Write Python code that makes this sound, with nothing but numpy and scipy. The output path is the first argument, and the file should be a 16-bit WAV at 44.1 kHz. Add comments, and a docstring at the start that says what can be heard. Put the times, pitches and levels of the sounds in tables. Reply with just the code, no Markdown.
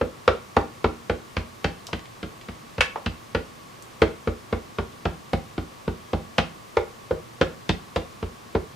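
"""Inking a rubber stamp

A small, fairly dry room with a faint fan-like hush; a stereo camera microphone close to the table.
A plastic-cased ink pad is dabbed about four times a second onto a rubber stamp on a clear plate.
Each dab thumps the table, thuds the plate, knocks on the rubber and rattles the case.
Tacky ink ticks, the hollow case pocks under the fingers, and once it snaps sharply."""
import sys
import numpy as np
from scipy import signal
from scipy.fft import rfft, irfft, next_fast_len
from scipy.io import wavfile

SR = 44100
rng = np.random.default_rng(int(sys.argv[2]) if len(sys.argv) > 2 else 0)


def waveform_to_disk(signal):
    """Save audio, clipped to [-1, 1], as 16-bit WAV at the path in sys.argv[1]."""
    frames = np.transpose(np.atleast_2d(signal))
    scaled = np.clip(frames, -1, 1) * 32767
    samples = np.round(scaled).astype(np.int16)
    wavfile.write(sys.argv[1], SR, samples)


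N = 386139
T = np.arange(SR // 4) / SR  # time within one impact or room tail, s

# room tone spectrum: f/Hz, relative density/dB
HUSH_SPECTRUM = [(15, -52), (25, -13), (84, -9), (110, -2), (170, -6.5), (241, -5), (269, -9.5), (307, -7),
                 (691, -10), (981, -10), (1090, -11), (1550, -15.5), (1680, -15), (6490, -24.5),
                 (15800, -35.5)]
# humming bands in the room tone: f/Hz, width/Hz, height/dB
HUM_BANDS = [(119.7, 3.1, 7.9), (230, 23, 2.6), (1125, 123, 8.6)]
# room tone across the stereo pair: f/Hz, left-right correlation
HUSH_CORRELATION = [(60, 0.66), (150, 0.7), (380, 0.0021), (950, -0.38), (2380, 0.28), (5980, 0.59),
                    (15000, 0.67)]
# reverberation: f/Hz, t60/s
ROOM_DECAY = [(100, 0.47), (400, 0.22), (1000, 0.29), (2500, 0.29), (6500, 0.22), (14000, 0.2)]
# reflections off the nearest surfaces: delay/s, left gain, right gain
REFLECTIONS = [(.0056, 0.039, 0.3), (.0088, 0.33, 0.19), (0.0156, 0.15, 0.2), (0.021, 0.0022, 0.029)]
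# resonances of the struck parts: f/Hz, level/dB, t60/s
TABLE_MODES = [(58, 2.5, 0.19), (84.1, 0.5, .27), (90.6, -4, 0.25)]
PLATE_MODES = [(155, -5.5, 0.22), (169.5, 1, 0.18), (201.8, -5, 0.094), (231.5, -1.5, 0.14),
               (263, -2, 0.07), (309.3, -8, 0.24)]
PAD_MODES = [(335.5, -20.5, 0.14), (359.7, -15.5, 0.13), (412.3, -17, 0.13), (554.2, -15.5, 0.089),
             (615.7, -17, 0.14)]
CASE_MODES = [(680.3, -2, 0.053), (798, -2, 0.1), (970, -2, 0.059), (1000, -21, 0.0043), (1284, -53, 0.019),
              (1383, 3, 0.033), (1504, -5, 0.039)]
RIM_MODES = [(1900, -9.5, 0.01), (2195, 13, 0.053), (2300, -22, 0.05), (2610, 11, .045), (2754, -25, 0.097),
             (3177, 9, 0.037), (3664, 11, 0.038)]
SNAP_MODES = [(500, 0, 0.1), (1110, -17.5, 0.88), (1550, -14, .11), (1710, -5, 0.23), (2040, -15, 0.1),
              (2236, 7.5, 0.11), (2555, 1, 0.09), (2684, 0, 0.089), (3192, -19, .15), (3570, -17, .15),
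              (4340, -26, 0.05)]
# spectra of the contact noises: f/Hz, level/dB
FOAM_SPECTRUM = [(70, -23.5), (130, -6.5), (170, -2.5), (240, 2), (330, -4.5), (450, -2), (800, -38.5),
                 (3000, -69.5)]
CLACK_SPECTRUM = [(150, -34), (300, -16), (570, 4.5), (700, 6.5), (1000, 1.5), (1500, 1), (1750, -9.5),
                  (2600, -22), (8000, -76)]
RATTLE_SPECTRUM = [(400, -53), (1000, -40), (1600, 3.5), (1950, 0.5), (3400, -5), (4500, -8), (5500, -19),
                   (8000, -32.5), (14000, -46)]
RIM_TICK_SPECTRUM = [(900, -41), (2800, -21), (4400, 3.5), (5300, 6.5), (6500, -3), (8800, -11),
                     (11000, -27), (15000, -56)]
SNAP_SPECTRUM = [(60, -37), (250, -26), (500, 1.5), (900, -2.5), (1500, 6), (3200, -0.5), (4600, -8),
                 (7000, -17.5), (11000, -25.5), (15000, -54)]
POCK_SPECTRUM = [(250, -29.5), (560, -5), (720, -12), (940, -6), (1150, -13.5), (1500, -22), (3000, -31.5),
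                 (9000, -63)]
# spectrum of an ink tick: multiple of its centre frequency, level/dB
INK_SPECTRUM = [(.25, -48), (0.602, -10), (0.998, -8), (1.298, -14), (2.5, -26), (4, -42)]
# tacky ink grabs or lets go: t/s, level/dB, centre f/Hz
INK_EVENTS = [(.567, -23.5, 9000), (1.868, -11.5, 5040), (1.993, -21, 3000), (2.055, -21.5, 3180),
              (2.412, -20.5, 3160), (3.823, -20.5, 7460), (4.02, -25, 9000), (5.332, -24, 7950),
              (6.771, -25, 7040), (7.961, -24, 8900)]
# the case snaps: t/s, level/dB
CASE_SNAPS = [(2.807, 15)]
# the fingers shift the hollow case: t/s, level/dB
CASE_POCKS = [(1.886, -13.5), (2.9565, 1.5)]
# dabs, levels relative within a column: t/s, table/dB, plate/dB, knock/dB, knock f/Hz, rim/dB
DAB_EVENTS = [(.011, 2, -1.5, 11, 490, -8), (.2768, 6, -4.5, 18, 495, 5), (.565, 7, 3.5, 12.5, 475, 1.5),
              (0.842, 7, 1, 12.5, 442, -0.5), (1.0956, 4, -2.5, 9.5, 483, -2.5),
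              (1.3662, 6, -5, 1.5, 492, -1.5), (1.643, 4, 1.5, 4.5, 482, 1.5),
              (1.929, -1, -4.5, -2.5, 477, -2.5), (2.228, -5.5, -6.5, -5.5, 490, -10.5),
              (2.4846, -6.5, -10, -10, 471, -14), (2.7799, 3.5, -6, -2.5, 495, -9),
              (3.0599, 5, -1.5, -3.5, 460, -1.5), (3.347, 3.5, -2, 6.5, 482, -0.5),
              (4.0175, 9, 3.5, 17, 450, 5), (4.2724, 6.5, -1.5, 9, 466, -8.5), (4.5255, 5, -2, 7, 460, -7),
              (4.784, 3.5, -3.5, 2.5, 425, -7), (5.0524, 6, 0.5, 5, 456, -4), (5.331, 6.5, 2.5, 6, 508, -4),
              (5.578, 1.5, -3, -1, 346, -11.5), (5.8772, 3.5, 1, 3, 470, -13), (6.1313, 6.5, 1, 7, 500, -8),
              (6.381, 3, 4, 6.5, 510, 7.5), (6.7681, 0.5, -12.5, 14.5, 458, -1.5),
              (7.1079, 0, -5.5, 11.5, 490, -13), (7.4111, 3.5, 4, 14, 501, 2.5),
              (7.691, 5.5, 4.5, 4, 429, 3), (7.959, 3.5, -4, 7.5, 490, -2.5),
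              (8.226, 3, -6.5, 1, 430, -14.5), (8.5487, 6, -0.5, 10.5, 436, -9)]
# resonances favoured as the hand travels round the stamp:
# t/s, plate f/Hz, clack level/dB, clack f/Hz, rattle f/Hz
HAND_PATH = [(.28, 243, -0.5, 1370, 2350), (.57, 295, 5, 990, 1930), (1.1, 220, -2, 1320, 2180),
             (1.64, 208, -.5, 1390, 2850), (3.06, 188, 0, 1310, 2700), (4.018, 266.5, -4.5, 1410, 1950),
             (4.78, 191, 3.5, 970, 2470), (5.33, 156, 2, 700, 2640), (6.13, 166, 2, 837, 3100),
             (7.11, 178, -2.5, 927, 1980), (7.41, 179, -3.5, 1340, 2960), (7.688, 166.2, -2.5, 858, 3720),
             (8.55, 193, 1.5, 860, 2150)]

HUSH_DB, PLATE_DB, KNOCK_DB, RATTLE_DB = -47, 4, -1.38, 0.1
DAB_PERIOD_S = 0.28


def amp(db):
    """Decibels to gain."""
    return 10 ** (np.asarray(db) / 20)


def unit(x):
    """Scales each channel to an energy of one."""
    return x / np.sqrt(np.sum(x ** 2, axis=-1, keepdims=True) + 1e-20)


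def read(points, hz):
    """Reads a table along a logarithmic frequency axis."""
    f, value = np.transpose(points)
    return np.interp(np.log(hz + 1), np.log(f + 1), value)


def add(mix, s, sound):
    """Adds a sound to both channels at time s."""
    part = mix[:, max(round(s * SR), 0):][:, :sound.shape[-1]]
    part += sound[..., :part.shape[1]]


def colour(x, spectrum):
    """Causal filter with the given spectrum."""
    size = 2 * len(T)
    log_gain = np.log(amp(read(spectrum, abs(np.fft.fftfreq(size, 1 / SR)))))
    response = np.exp(np.conj(signal.hilbert(log_gain)))[:size // 2 + 1]
    return irfft(rfft(x, size) * response)[..., :len(T)]


def swell(rise):
    """A smooth onset over about `rise` seconds."""
    return 1 - np.exp(-(T / rise) ** 2)


def ring(modes, rise, spread_db=0, detune=0):
    """Dying modes; random weight and tuning stand for where the blow lands and how the pad is held."""
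    hz, db, t60 = np.transpose(modes)[:, :, None]
    weight, shift, polarity = rng.uniform(-1, 1, (3, len(modes), 1))
    waves = np.sign(polarity) * np.sin(2 * np.pi * hz * (1 + detune * shift) * T)
    decays = amp(db + spread_db * weight - 60 * T / t60)
    return unit((decays * waves).sum(0) * swell(rise))


def crunch(spectrum, rise, t60, width):
    """A short cluster of tiny impacts, slightly different on each side of the microphone."""
    envelope = swell(rise) * amp(-60 * T / t60)
    noise = rfft(rng.standard_normal((2, len(T))) * envelope)
    # a flattened spectrum leaves the cluster little pitch of its own
    bursts = irfft(noise / np.sqrt(abs(noise) + 1e-9), len(T)) * envelope ** 0.25
    mid, side = unit(colour(bursts, spectrum))
    return unit(np.array([mid + width * side, mid - width * side]))


def favour(x, hz, q, lift_db):
    """The corner that lands first favours one broad resonance of the case."""
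    b, a = signal.iirpeak(hz, q, SR)
    return unit(x + amp(lift_db) * signal.lfilter(b, a, x))


def modes_near(modes, hz, db_per_octave):
    """The struck spot stirs the modes near one pitch most."""
    return [(f, db - db_per_octave * abs(np.log2(f / hz)), t60) for f, db, t60 in modes]


def hush():
    """Room tone: steady, airy noise with a few soft humming bands."""
    size = next_fast_len(N, True)
    hz = np.fft.rfftfreq(size, 1 / SR)
    left, independent = rfft(rng.standard_normal((2, size)))
    correlation = read(HUSH_CORRELATION, hz)
    right = correlation * left + np.sqrt(1 - correlation ** 2) * independent
    hum_db = sum(height / (1 + (2 * (hz - f) / width) ** 2) for f, width, height in HUM_BANDS)
    noise = irfft(np.array([left, right]) * amp(read(HUSH_SPECTRUM, hz) + hum_db), size)[:, :N]
    return amp(HUSH_DB) * noise / np.std(noise.mean(0))


def room(x, wet_db, build_s):
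    """Near surfaces reflect first; a short diffuse tail follows, weak in the bass."""
    noise = rng.standard_normal((3, len(T)))
    diffuse = (noise[:2] + noise[2]) * swell(build_s)  # the third noise reaches both sides
    hz, t, bands = signal.stft(diffuse, SR, nperseg=256)
    decay = amp(-60 * t / read(ROOM_DECAY, hz)[:, None])
    tail = signal.istft(bands * decay, SR, nperseg=256)[1][:, :len(T)]
    tail = colour(unit(tail), [(80, -20.5), (200, -5.5), (400, -1), (1000, -5), (3000, -3.5), (9000, 1)])
    tail *= amp(wet_db)
    for delay, left, right in REFLECTIONS:
        add(tail, delay, np.array([[left], [right]]))
    return signal.fftconvolve(x, tail, axes=1)[:, :N]


def shifting_room(x, tails):
    """The reflections change as the hand moves: a few tails take turns, about one a dab."""
    turns = np.arange(N) / SR / (tails * DAB_PERIOD_S)
    shares = np.array([np.maximum(np.cos(2 * np.pi * (turns - k / tails)), 0) ** 2 for k in range(tails)])
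    shares /= np.linalg.norm(shares, axis=0)
    return sum(room(x * share, wet_db=-6.5, build_s=0.014) for share in shares)


def table_thumps(lag_s=0.01, lowest_hz=43.3):
    """Every dab flexes the table top in the same low modes; the deepest bass does not carry."""
    waves = sum(amp(db - 60 * T / t60) * np.sin(2 * np.pi * hz * (T - lag_s))
                for hz, db, t60 in TABLE_MODES)
    low_cut = signal.butter(6, lowest_hz, "high", fs=SR, output="sos")
    thump = unit(signal.sosfilt(low_cut, waves * swell(0.0048)))
    out = np.zeros((2, N))
    for s, db, *_ in DAB_EVENTS:
        add(out, s, amp(db) * thump)
    return out * amp([[-0.8], [0.9]])  # slightly right of centre


def ink_ticks():
    """Tacky ink ticks faintly as it grabs or lets go."""
    out = np.zeros((2, N))
    for s, db, hz in INK_EVENTS:
        spectrum = [(hz * multiple, level) for multiple, level in INK_SPECTRUM]
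        add(out, s, amp(db) * crunch(spectrum, rise=0.00056, t60=0.023, width=0.25))
    return out


def case_handling():
    """The hollow case snaps with a ringing crack, and pocks as the fingers shift it."""
    out = np.zeros((2, N))
    for s, db in CASE_SNAPS:
        crack = crunch(SNAP_SPECTRUM, rise=0.00025, t60=0.058, width=0.48)
        add(out, s, amp(db) * unit(crack + 0.94 * ring(SNAP_MODES, rise=0.00052)))
    for s, db in CASE_POCKS:
        add(out, s, amp(db) * crunch(POCK_SPECTRUM, rise=0.0018, t60=0.063, width=0.37))
    return out


def rim_rattle(rim_db, hz):
    """A tilted landing rattles the rim; a hard tick grows with the rattle's level and pitch."""
    rim = ring(RIM_MODES, rise=0.00088, spread_db=5.5, detune=0.0091)
    contact = crunch(RATTLE_SPECTRUM, rise=0.0016, t60=0.038, width=0.39)
    rattle = favour(contact + 0.31 * rim, hz, q=1.8, lift_db=1)
    tick = crunch(RIM_TICK_SPECTRUM, rise=0.00038, t60=0.038, width=0.44)
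    tick_db = -16 + 1.19 * rim_db + 7 * np.log2(hz / 2520)
    return amp(RATTLE_DB + rim_db) * rattle + amp(tick_db) * tick


def case_clack(knock_db, rim_db, hz):
    """The thin plastic clacks, bright and brief, growing with both the knock and the rattle."""
    case = ring(CASE_MODES, rise=0.003, spread_db=4, detune=0.014)
    contact = crunch(CLACK_SPECTRUM, rise=0.0028, t60=0.037, width=0.34)
    clack = favour(contact + 0.56 * case, hz, q=2.2, lift_db=-2)
    return amp(0.57 * knock_db + 0.59 * rim_db) * clack * amp([[0.6], [-0.6]])  # slightly left of centre


def plate_thud(hz):
    """The foam's dull blow sets the plate ringing under the stamp."""
    modes = modes_near(PLATE_MODES, hz, db_per_octave=12.5)
    plate = ring(modes, rise=0.0017, spread_db=2, detune=0.016)
    return unit(plate + 0.63 * crunch(FOAM_SPECTRUM, rise=0.0014, t60=0.088, width=0.063))


def pad_knock(hz, t60=0.021, crest_s=0.005005, stir_db=-10):
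    """The pad bounces on the rubber as its foam gives: one damped note that stirs its neighbours."""
    note = amp(-60 * T / t60) * np.cos(2 * np.pi * hz * (T - crest_s)) * swell(0.0071)
    modes = modes_near(PAD_MODES, hz, db_per_octave=10.5)
    stirred = ring(modes, rise=0.017, spread_db=2.5, detune=0.035)
    return unit(unit(note) + amp(stir_db) * stirred)


def dabs():
    """Close to the microphone, each dab thuds, knocks, clacks and rattles according to how it lands."""
    out = np.zeros((2, N))
    path_s, *path = np.transpose(HAND_PATH)
    for s, _, plate_db, knock_db, knock_hz, rim_db in DAB_EVENTS:
        plate_hz, clack_db, clack_hz, rattle_hz = (np.interp(s, path_s, column) for column in path)
        add(out, s, amp(PLATE_DB + plate_db) * plate_thud(plate_hz))
        add(out, s, amp(KNOCK_DB + knock_db) * pad_knock(knock_hz))
        add(out, s, amp(clack_db) * case_clack(knock_db, rim_db, clack_hz))
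        add(out, s, rim_rattle(rim_db, rattle_hz))
    return out


def scene():
    """Close dabs and handling with the room's answer, over table thumps and room tone."""
    close = dabs() + case_handling() + ink_ticks()
    return close + shifting_room(close, tails=4) + table_thumps() + hush()


def record(dry):
    """The camera microphone drops rumble below 18 Hz and treble above 15.6 kHz."""
    low_cut = signal.butter(1, 18, "high", fs=SR, output="sos")
    high_cut = signal.firwin(511, 15600, window=("kaiser", 9), fs=SR)
    return signal.oaconvolve(signal.sosfilt(low_cut, dry), high_cut[None], "same", axes=1)


dry = scene()
out = record(dry)
waveform_to_disk(out)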